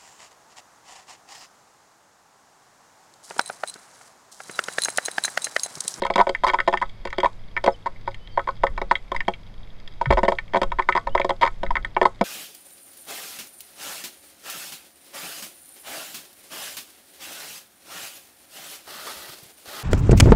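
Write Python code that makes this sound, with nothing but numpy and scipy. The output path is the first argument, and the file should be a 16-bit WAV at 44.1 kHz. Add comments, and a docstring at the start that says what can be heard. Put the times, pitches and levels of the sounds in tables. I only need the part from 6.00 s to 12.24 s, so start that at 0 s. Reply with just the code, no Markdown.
"""Wind rumble, a low hum and a faint fizz open the scene, and at once sparks pop close by.
An electric fence energiser arcs inside its hollow plastic case: pops and bright cracks, single or in
stuttering runs, are filtered noise and impulses driven through the resonances of the case.
Ticks and sizzle trail the sparks; wind, air and hum are coloured noise around them in the paddock.
A far bird gives thin gliding whistles, and decaying low sines knock the microphone in a single bump."""
import sys
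import numpy as np
from scipy import signal
from scipy.fft import rfft, irfft, next_fast_len
from scipy.io import wavfile
from scipy.ndimage import map_coordinates

SR = 44100
rng = np.random.default_rng(int(sys.argv[2]) if len(sys.argv) > 2 else 0)


def store_wav(level_fs):
    """Save 16-bit WAV to argv[1]."""
    pcm = np.round(np.clip(np.atleast_2d(level_fs), -1, 1) * 32767)
    wavfile.write(sys.argv[1], SR, pcm.T.astype(np.int16))


N = 275184  # length in samples
RING = 8192  # samples in one ringing burst, also points in a random curve


def amp(db):
    """Level in dB as an amplitude factor."""
    return 10 ** (np.asarray(db) / 20)


def unit(x):
    """Scale to rms 1."""
    return x / np.sqrt(np.mean(x ** 2) + 1e-20)


def curves(rows):
    """One value per sample for each column after the time."""
    times, *columns = np.transpose(rows)
    return [np.interp(np.arange(N) / SR, times, column) for column in columns]


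def filtered(x, response):
    """Filter x by a complex response of frequency."""
    size = next_fast_len(N + SR // 2)
    f = np.fft.rfftfreq(size, 1 / SR)
    return irfft(rfft(x, size) * response(f), size)[:N]


def noise(spectrum):
    """Noise of rms 1, coloured by straight lines over log frequency."""
    hz, db = np.transpose(spectrum)
    colour = lambda f: amp(np.interp(np.log(f + 1), np.log(hz + 1), db))
    return unit(filtered(rng.standard_normal(N), colour))


def wobble(per_second):
    """A smooth curve through so many random points a second."""
    return map_coordinates(rng.standard_normal(RING), [np.arange(N) * per_second / SR])


def resonance(f, hz, width):
    """Causal response of one damped mode."""
    return 1j * f * width / (hz * hz - f * f + 1j * f * width)


def add(track, s, sound):
    """Mix a sound in at s seconds."""
    start = max(round(s * SR), 0)
    room = track[start:start + len(sound)]
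    room += sound[:len(room)]


def burst(spectrum):
    """The waveform of a spectrum, with the energy of 10 ms at rms 1."""
    wave = irfft(spectrum)
    return wave / np.sqrt(np.sum(wave ** 2) / (SR / 100))


# gusts on the microphone: [peak t/s, level over the breeze/dB, half-length t/s]
GUSTS = [(2.74, 11, 0.16), (3.17, 11.5, 0.049), (4.227, 12, 0.11), (4.712, 12.5, 0.086), (5.119, 14, .06),
         (5.736, 13, 0.16)]


def wind_strength(breeze_db=-35.5):
    """A steady breeze in dB, on which each gust swells and falls as a bell."""
    t = np.arange(N) / SR
    return breeze_db + sum(db * np.exp(-((t - s) / half) ** 2) for s, db, half in GUSTS)


# colour of the wind on the microphone: [f/Hz, relative level per Hz/dB]
WIND_COLOUR = [(4, -8.5), (11, -13), (22, -15.5), (33, -20), (45, -23.5), (62, -35.5), (140, -40),
               (260, -51), (600, -57), (2000, -130)]
# colour of the open air: [f/Hz, relative level per Hz/dB]
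AIR_COLOUR = [(60, -9), (180, 5), (280, -6), (600, -5.5), (950, -8), (1400, -12.5), (2200, -14),
              (3400, -21), (5000, -21.5), (5800, -27), (8000, -36), (10000, -34.5), (13000, -27.5),
              (16000, -41)]


def paddock(air_db=-53, hum_hz=103, hum_width=6, hum_db=-52):
    """Wind rumble and open-air hiss are coloured noise; narrow-band noise makes a wavering hum."""
    wind = amp(wind_strength()) * noise(WIND_COLOUR)
    hum = unit(filtered(rng.standard_normal(N), lambda f: resonance(f, hum_hz, hum_width) ** 2))
    return wind + amp(air_db) * noise(AIR_COLOUR) + amp(hum_db) * hum


# resonances of the case and the air in it: [f/Hz, width f/Hz, relative level/dB]
CASE = [(195, 30, 4.35), (369, 28.5, 4.5), (473, 18, -4), (547.4, 24.5, 3), (680.3, 27.1, -3),
        (837.6, 45, -4.5), (941, 48.5, 0), (1063.5, 53, 1.17), (1135, 14, -17), (1290, 34, -5),
        (1481.5, 37, -7), (1850, 180, -17.5), (1789, 64, -2.5), (2066, 142, -0.5), (2249, 86, -1),
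        (2723, 140, -14), (2720, 64, -11.5), (3262, 143, -5.5), (3825, 173, -11.5), (4290, 110, -16.5),
        (4926, 174, -14.5), (5940, 500, -40), (6430, 280, -27.5), (7120, 350, -34), (8420, 380, -31),
        (11200, 170, -38)]


def case_modes(f):
    """Damped modes of the case, one row each; neighbours move in opposite senses."""
    return np.array([(-1) ** k * amp(db) * resonance(f, hz, width)
                     for k, (hz, width, db) in enumerate(CASE)])


def crackle(per_second, life, steady, thin_hz, dull_hz):
    """Random noise grains, life seconds long, on a steady hiss, coloured by the case; rms 1."""
    starts = rng.random(N) < per_second / SR
    sizes = np.minimum(rng.exponential(size=N), 3)
    grains = steady + signal.lfilter([1], [1, -np.exp(-1 / (life * SR))], starts * sizes)

    def colour(f):
        low_cut = (1j * f / (thin_hz + 1j * f)) ** 3
        return case_modes(f).sum(0) * low_cut / (1 + (f / dull_hz) ** 4)

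    return unit(filtered(grains * rng.standard_normal(N), colour))


# fizz between the sparks: [t/s, level before the fizz_db trim/dB]
FIZZ = [(0, -55), (.8, -51), (1.35, -60), (2.1, -54.5), (3.5, -61), (4.2, -52), (4.5, -61), (6.24, -58.5)]


def fizz(fizz_db=-3):
    """Tiny discharges sizzle in the case between the sparks."""
    level_db = curves(FIZZ)[0] + fizz_db
    return amp(level_db) * crackle(per_second=60, life=0.00085, steady=0.14, thin_hz=2940, dull_hz=6400)


# single sparks: [t/s, pop level over 10 ms/dB, pop f/Hz, crack level over 10 ms/dB]
SPARKS = [(.02, -18.5, 590, -34), (.0353, -29, 2400, -41), (.0498, -19.5, 930, -38.5),
          (.0646, -25, 900, -33), (.1014, -15.5, 690, -43), (.1377, -39, 3250, -40),
          (.1577, -14, 680, -26.5), (.269, -19, 650, -50), (.2925, -20, 670, -30.5),
          (.3489, -23, 1900, -49), (.5874, -18, 1320, -75), (.6021, -18.5, 1550, -37),
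          (.773, -27, 1890, -38.5), (1.0522, -27, 625, -36.5), (1.0723, -33, 1620, -43.5),
          (1.1032, -42, 2180, -46), (1.1282, -28, 1300, -43), (1.1827, -18.5, 620, -29.5),
          (1.2018, -29, 1930, -35), (1.6404, -21, 710, -33.5), (1.6616, -17.5, 770, -30),
          (2.076, -22.5, 918, -46), (2.1442, -41, 2590, -46), (2.2738, -44.5, 3470, -64),
          (2.3744, -14, 856, -65), (2.3936, -25.5, 1270, -66), (2.635, -12.5, 830, -37.5),
          (2.668, -24, 1800, -45.5), (2.7775, -23.5, 1100, -44), (2.8156, -21, 745, -39),
          (2.912, -11, 1046, -34.5), (2.9542, -21.5, 2320, -40), (3.1173, -22.5, 760, -39),
          (3.1466, -27.5, 1070, -47), (3.1629, -27, 2070, -38), (3.2051, -22, 1970, -50),
          (3.281, -15.5, 735, -29.5), (3.3372, -36, 2770, -52), (3.8761, -43.5, 3200, -43),
          (4.013, -17, 820, -43), (4.0574, -25, 1520, -46), (4.3202, -16.5, 830, -39.5),
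          (4.386, -24.5, 2010, -46), (4.7187, -24, 1020, -44), (4.822, -32.5, 2000, -47),
          (4.8885, -11, 1055, -33.5), (4.9238, -23, 2050, -47), (5.0708, -20.5, 826, -42),
          (5.1508, -13.5, 755, -37.5), (5.1775, -21, 1590, -46), (5.1978, -17.5, 626, -33.5),
          (5.2149, -22.5, 2180, -48), (5.2458, -19, 700, -36.5), (5.6324, -21.5, 710, -40.5),
          (5.6641, -34.5, 1660, -46), (5.706, -17.5, 985, -42), (5.8474, -26.5, 1550, -41),
          (5.9656, -13.5, 867, -54), (6.0537, -7.5, 833, -32), (6.2113, -13, 527, -33)]
# stuttering runs, in which the arc strikes again and again: [t/s, strikes, gap t/s,
# first pop level/dB, level swell per strike/dB, first pop f/Hz, crack level/dB]
RUNS = [(0.1797, 4, .0101, -14.5, 1.4, 670, -36.5), (.436, 2, .007, -16, 5, 880, -35),
        (0.4665, 5, .008, -18.5, -0.14, 910, -32.5), (0.5347, 2, .007, -17.5, 4.5, 830, -37.5),
        (0.676, 2, .006, -14, -3, 734, -34), (0.7273, 2, .0102, -21, 6.5, 800, -38.5),
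        (0.815, 2, 0.0091, -20, 2, 980, -41.5), (1.232, 3, .0124, -15.5, .5, 800, -36),
        (1.5657, 2, 0.009, -22.5, 0, 1540, -49), (1.6764, 2, 0.00714, -11, -10, 635, -44),
        (1.8595, 2, .0075, -20.5, -3, 910, -46.5), (2.4731, 2, .0137, -19.5, 0, 996, -50.5),
        (4.1049, 2, 0.00443, -12, -2, 727, -33.5), (4.1246, 2, .008, -14, -21, 760, -35),
        (4.1723, 3, .008, -15, -1.5, 674, -42), (4.2323, 2, 0.018, -12, -11.5, 610, -37.5),
        (4.2811, 2, .0045, -11.5, -8.5, 648, -35), (4.5357, 2, .0095, -23.5, 9.5, 757, -41.5),
        (4.5581, 2, .0105, -13.5, -6.5, 705, -38), (4.6161, 2, .0153, -15, -2.5, 700, -32.5),
        (4.7864, 2, 0.00788, -17, 2.5, 944, -50), (4.9514, 3, .0115, -17.5, 1, 893, -38),
        (5.293, 2, .0114, -18, 0.5, 780, -35), (5.4118, 4, .0064, -26.5, 5.5, 830, -34),
        (5.4386, 4, .012, -17, -2, 920, -37.5), (5.7545, 2, .013, -21.5, 1.5, 1400, -42.5),
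        (6.0144, 2, .0134, -12.5, -6, 646, -38)]


def strikes(climb=1.084):
    """Every breakdown of the gap; a run repeats evenly, each pop higher by the climb ratio."""
    repeated = [(s + k * gap, db + k * swell_db, hz * climb ** k, crack_db)
                for s, count, gap, db, swell_db, hz, crack_db in RUNS
                for k in range(round(count))]
    return SPARKS + repeated


# sharpness of a pop whose level equals its crack: [pop f/Hz, base Q]
SHARPNESS = [(500, 1.36), (740, 1.46), (950, 2.6), (1400, 1.28), (2300, 2.3)]


def sharpness(hz, over_crack_db, soft_rings=0.16):
    """Q of a pop: an abrupt spark with a strong crack is broad, a soft one rings."""
    base_q = np.interp(hz, *np.transpose(SHARPNESS))
    return base_q * amp(soft_rings * over_crack_db)  # soft_rings in dB of Q per dB over the crack


def sparks(scatter_db=3.0, sputter_life=0.005, sputter_db=-10, crack_life=0.0017, crack_hz=3600,
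           crack_top_hz=8000, leak_db=-10.0, leak_hz=1150, leak_width=1100, dull_hz=9000, steep=1.316):
    """Each spark is a short pop of heated air plus a bright crack, both heard through the case."""
    f, t = np.fft.rfftfreq(RING, 1 / SR), np.arange(RING) / SR
    modes, out = case_modes(f), np.zeros(N)
    # part of the sound comes straight through the seams, without ringing
    leak = amp(leak_db) * resonance(f, leak_hz, leak_width) / (1 + 1j * f / crack_hz)
    wall = 1 / (1 + 1j * f / dull_hz) ** 2
    bright = (1j * f / (crack_hz + 1j * f)) ** 3 / (1 + 1j * f / crack_top_hz)
    for s, db, hz, crack_db in strikes():
        q = sharpness(hz, db - crack_db)
        # each spark drives the modes a little differently
        drive = amp(scatter_db * rng.standard_normal(len(CASE)))
        case = (drive @ modes + leak) * wall
        pop = burst(resonance(f, hz, steep * hz / max(q, .5)) ** steep * case)
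        # after the breakdown the arc sputters for a moment, rough and broad around the same pitch
        flicker = rfft(rng.standard_normal(RING) * np.exp(-t / sputter_life))
        sputter = amp(sputter_db) * burst(flicker * resonance(f, hz, hz) ** 2 * case)
        snap = rng.standard_normal(RING) * np.sqrt(t) * np.exp(-t / crack_life)
        crack = burst(rfft(snap) * bright * case)
        add(out, s, amp(db) * (pop + sputter) + amp(crack_db) * crack)
    return out


def heat(pops, linger):
    """The recent strength of the sparks, its power fading over linger seconds."""
    keep = np.exp(-1 / (linger * SR))
    return np.sqrt(np.abs(signal.lfilter([1 - keep], [1, -keep], pops ** 2)))


def afterglow(pops, ticks_db=-34, sizzle_db=-47, sizzle_hz=7000, sizzle_width=4500, spit_db=4, spits=250):
    """The gap stays ionised after a spark: it spits a few more ticks and sizzles a little longer."""
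    ticks = crackle(per_second=130, life=0.0022, steady=0.035, thin_hz=4700, dull_hz=7550)
    hiss = filtered(rng.standard_normal(N), lambda f: resonance(f, sizzle_hz, sizzle_width) ** 2)
    sizzle = unit(hiss * amp(spit_db * wobble(spits)))  # spits per second
    short = amp(ticks_db) * heat(pops, linger=0.0021) * ticks
    return short + amp(sizzle_db) * heat(pops, linger=0.037) * sizzle


def strays(count=45, tick_db=-55, spread_db=3, tick_hz=3400, q=3):
    """Now and then a lone, weak discharge ticks high in the case."""
    f, out = np.fft.rfftfreq(RING, 1 / SR), np.zeros(N)
    case = case_modes(f).sum(0)
    times = rng.random(count) * N / SR
    variations = np.clip(rng.standard_normal((count, 2)), -2, 2)
    for s, (size, pitch) in zip(times, variations):
        hz = tick_hz * np.exp(.22 * pitch)
        tick = burst(resonance(f, hz, hz / q) ** 2 * case)
        add(out, s, amp(tick_db + spread_db * size) * tick)
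    return out


def surroundings(x, t60, wet_db, build=.01):
    """A diffuse tail of scattered sound builds up and dies away, by 60 dB in t60 seconds."""
    t = np.arange(SR // 2) / SR
    tail = rng.standard_normal(len(t)) * amp(-60 * t / t60) * (1 - np.exp(-t / build))
    return amp(wet_db) * signal.fftconvolve(x, tail / np.linalg.norm(tail))[:N]


# far bird notes: [t/s, length t/s, start f/Hz, middle f/Hz, end f/Hz, relative level/dB]
BIRD = [(1.715, 0.03, 5000, 5200, 4300, -58.5), (1.74, 0.017, 3240, 3030, 3120, -44),
        (2.183, 0.27, 2970, 3150, 3420, -59.5), (2.307, 0.074, 4800, 4500, 4360, -59),
        (4.25, 0.017, 3020, 2970, 3160, -44), (5.094, 0.053, 2760, 2950, 3150, -55)]


def bird(flutter_db=4, flutter_hz=70):
    """Thin whistles from far off: sines on curved glides, fluttering in level."""
    out = np.zeros(N)
    for s, length, start_hz, middle_hz, end_hz, db in BIRD:
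        u = np.linspace(0, 1, int(length * SR))
        glide = np.polyfit([0, .5, 1], [start_hz, middle_hz, end_hz], 2)
        whistle = np.sin(2 * np.pi * np.cumsum(np.polyval(glide, u)) / SR)
        swell = np.sqrt(np.abs(np.sin(np.pi * u)))
        add(out, s, amp(db) * swell * whistle)
    return out * amp(flutter_db * wobble(flutter_hz))


# knocks on the microphone: [t/s, level before the soft rise/dB, f/Hz, 60 dB decay t/s]
BUMPS = [(4.068, -5, 130, 0.11), (4.093, -3, 61.5, 0.14), (4.11, -11, 38, 0.37)]


def bumps(rise=0.018):
    """A soft knock on the microphone rings low and briefly, rising over rise seconds."""
    out, t = np.zeros(N), np.arange(SR // 2) / SR
    for s, db, hz, t60 in BUMPS:
        envelope = amp(db - 60 * t / t60) * (1 - np.exp(-t / rise))
        add(out, s, envelope * np.sin(2 * np.pi * hz * t))
    return out


def scene():
    """The arcing case in front, the paddock around it."""
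    pops, calls = sparks(), bird()
    arcing = pops + afterglow(pops) + fizz() + strays()
    far = amp(3) * calls + surroundings(calls, t60=.35, wet_db=-19)
    # the parts inside the case blur each snap; grass and post add a much weaker tail
    inside = surroundings(arcing, t60=0.036, wet_db=-15.5)
    outside = surroundings(arcing, t60=0.14, wet_db=-25)
    return (arcing + inside + outside + far + bumps() + paddock())[None]


def record(dry, treble_hz=10500, top_hz=16200):
    """The recorder rounds off the highest peaks, loses the top treble and stops dead at top_hz."""
    rounded = dry[0] / (1 + np.abs(dry[0]) ** 12) ** (1 / 12)
    return filtered(rounded, lambda f: (f < top_hz) / np.sqrt(1 + (f / treble_hz) ** 12))[None]


dry = scene()
out = record(dry)
store_wav(out)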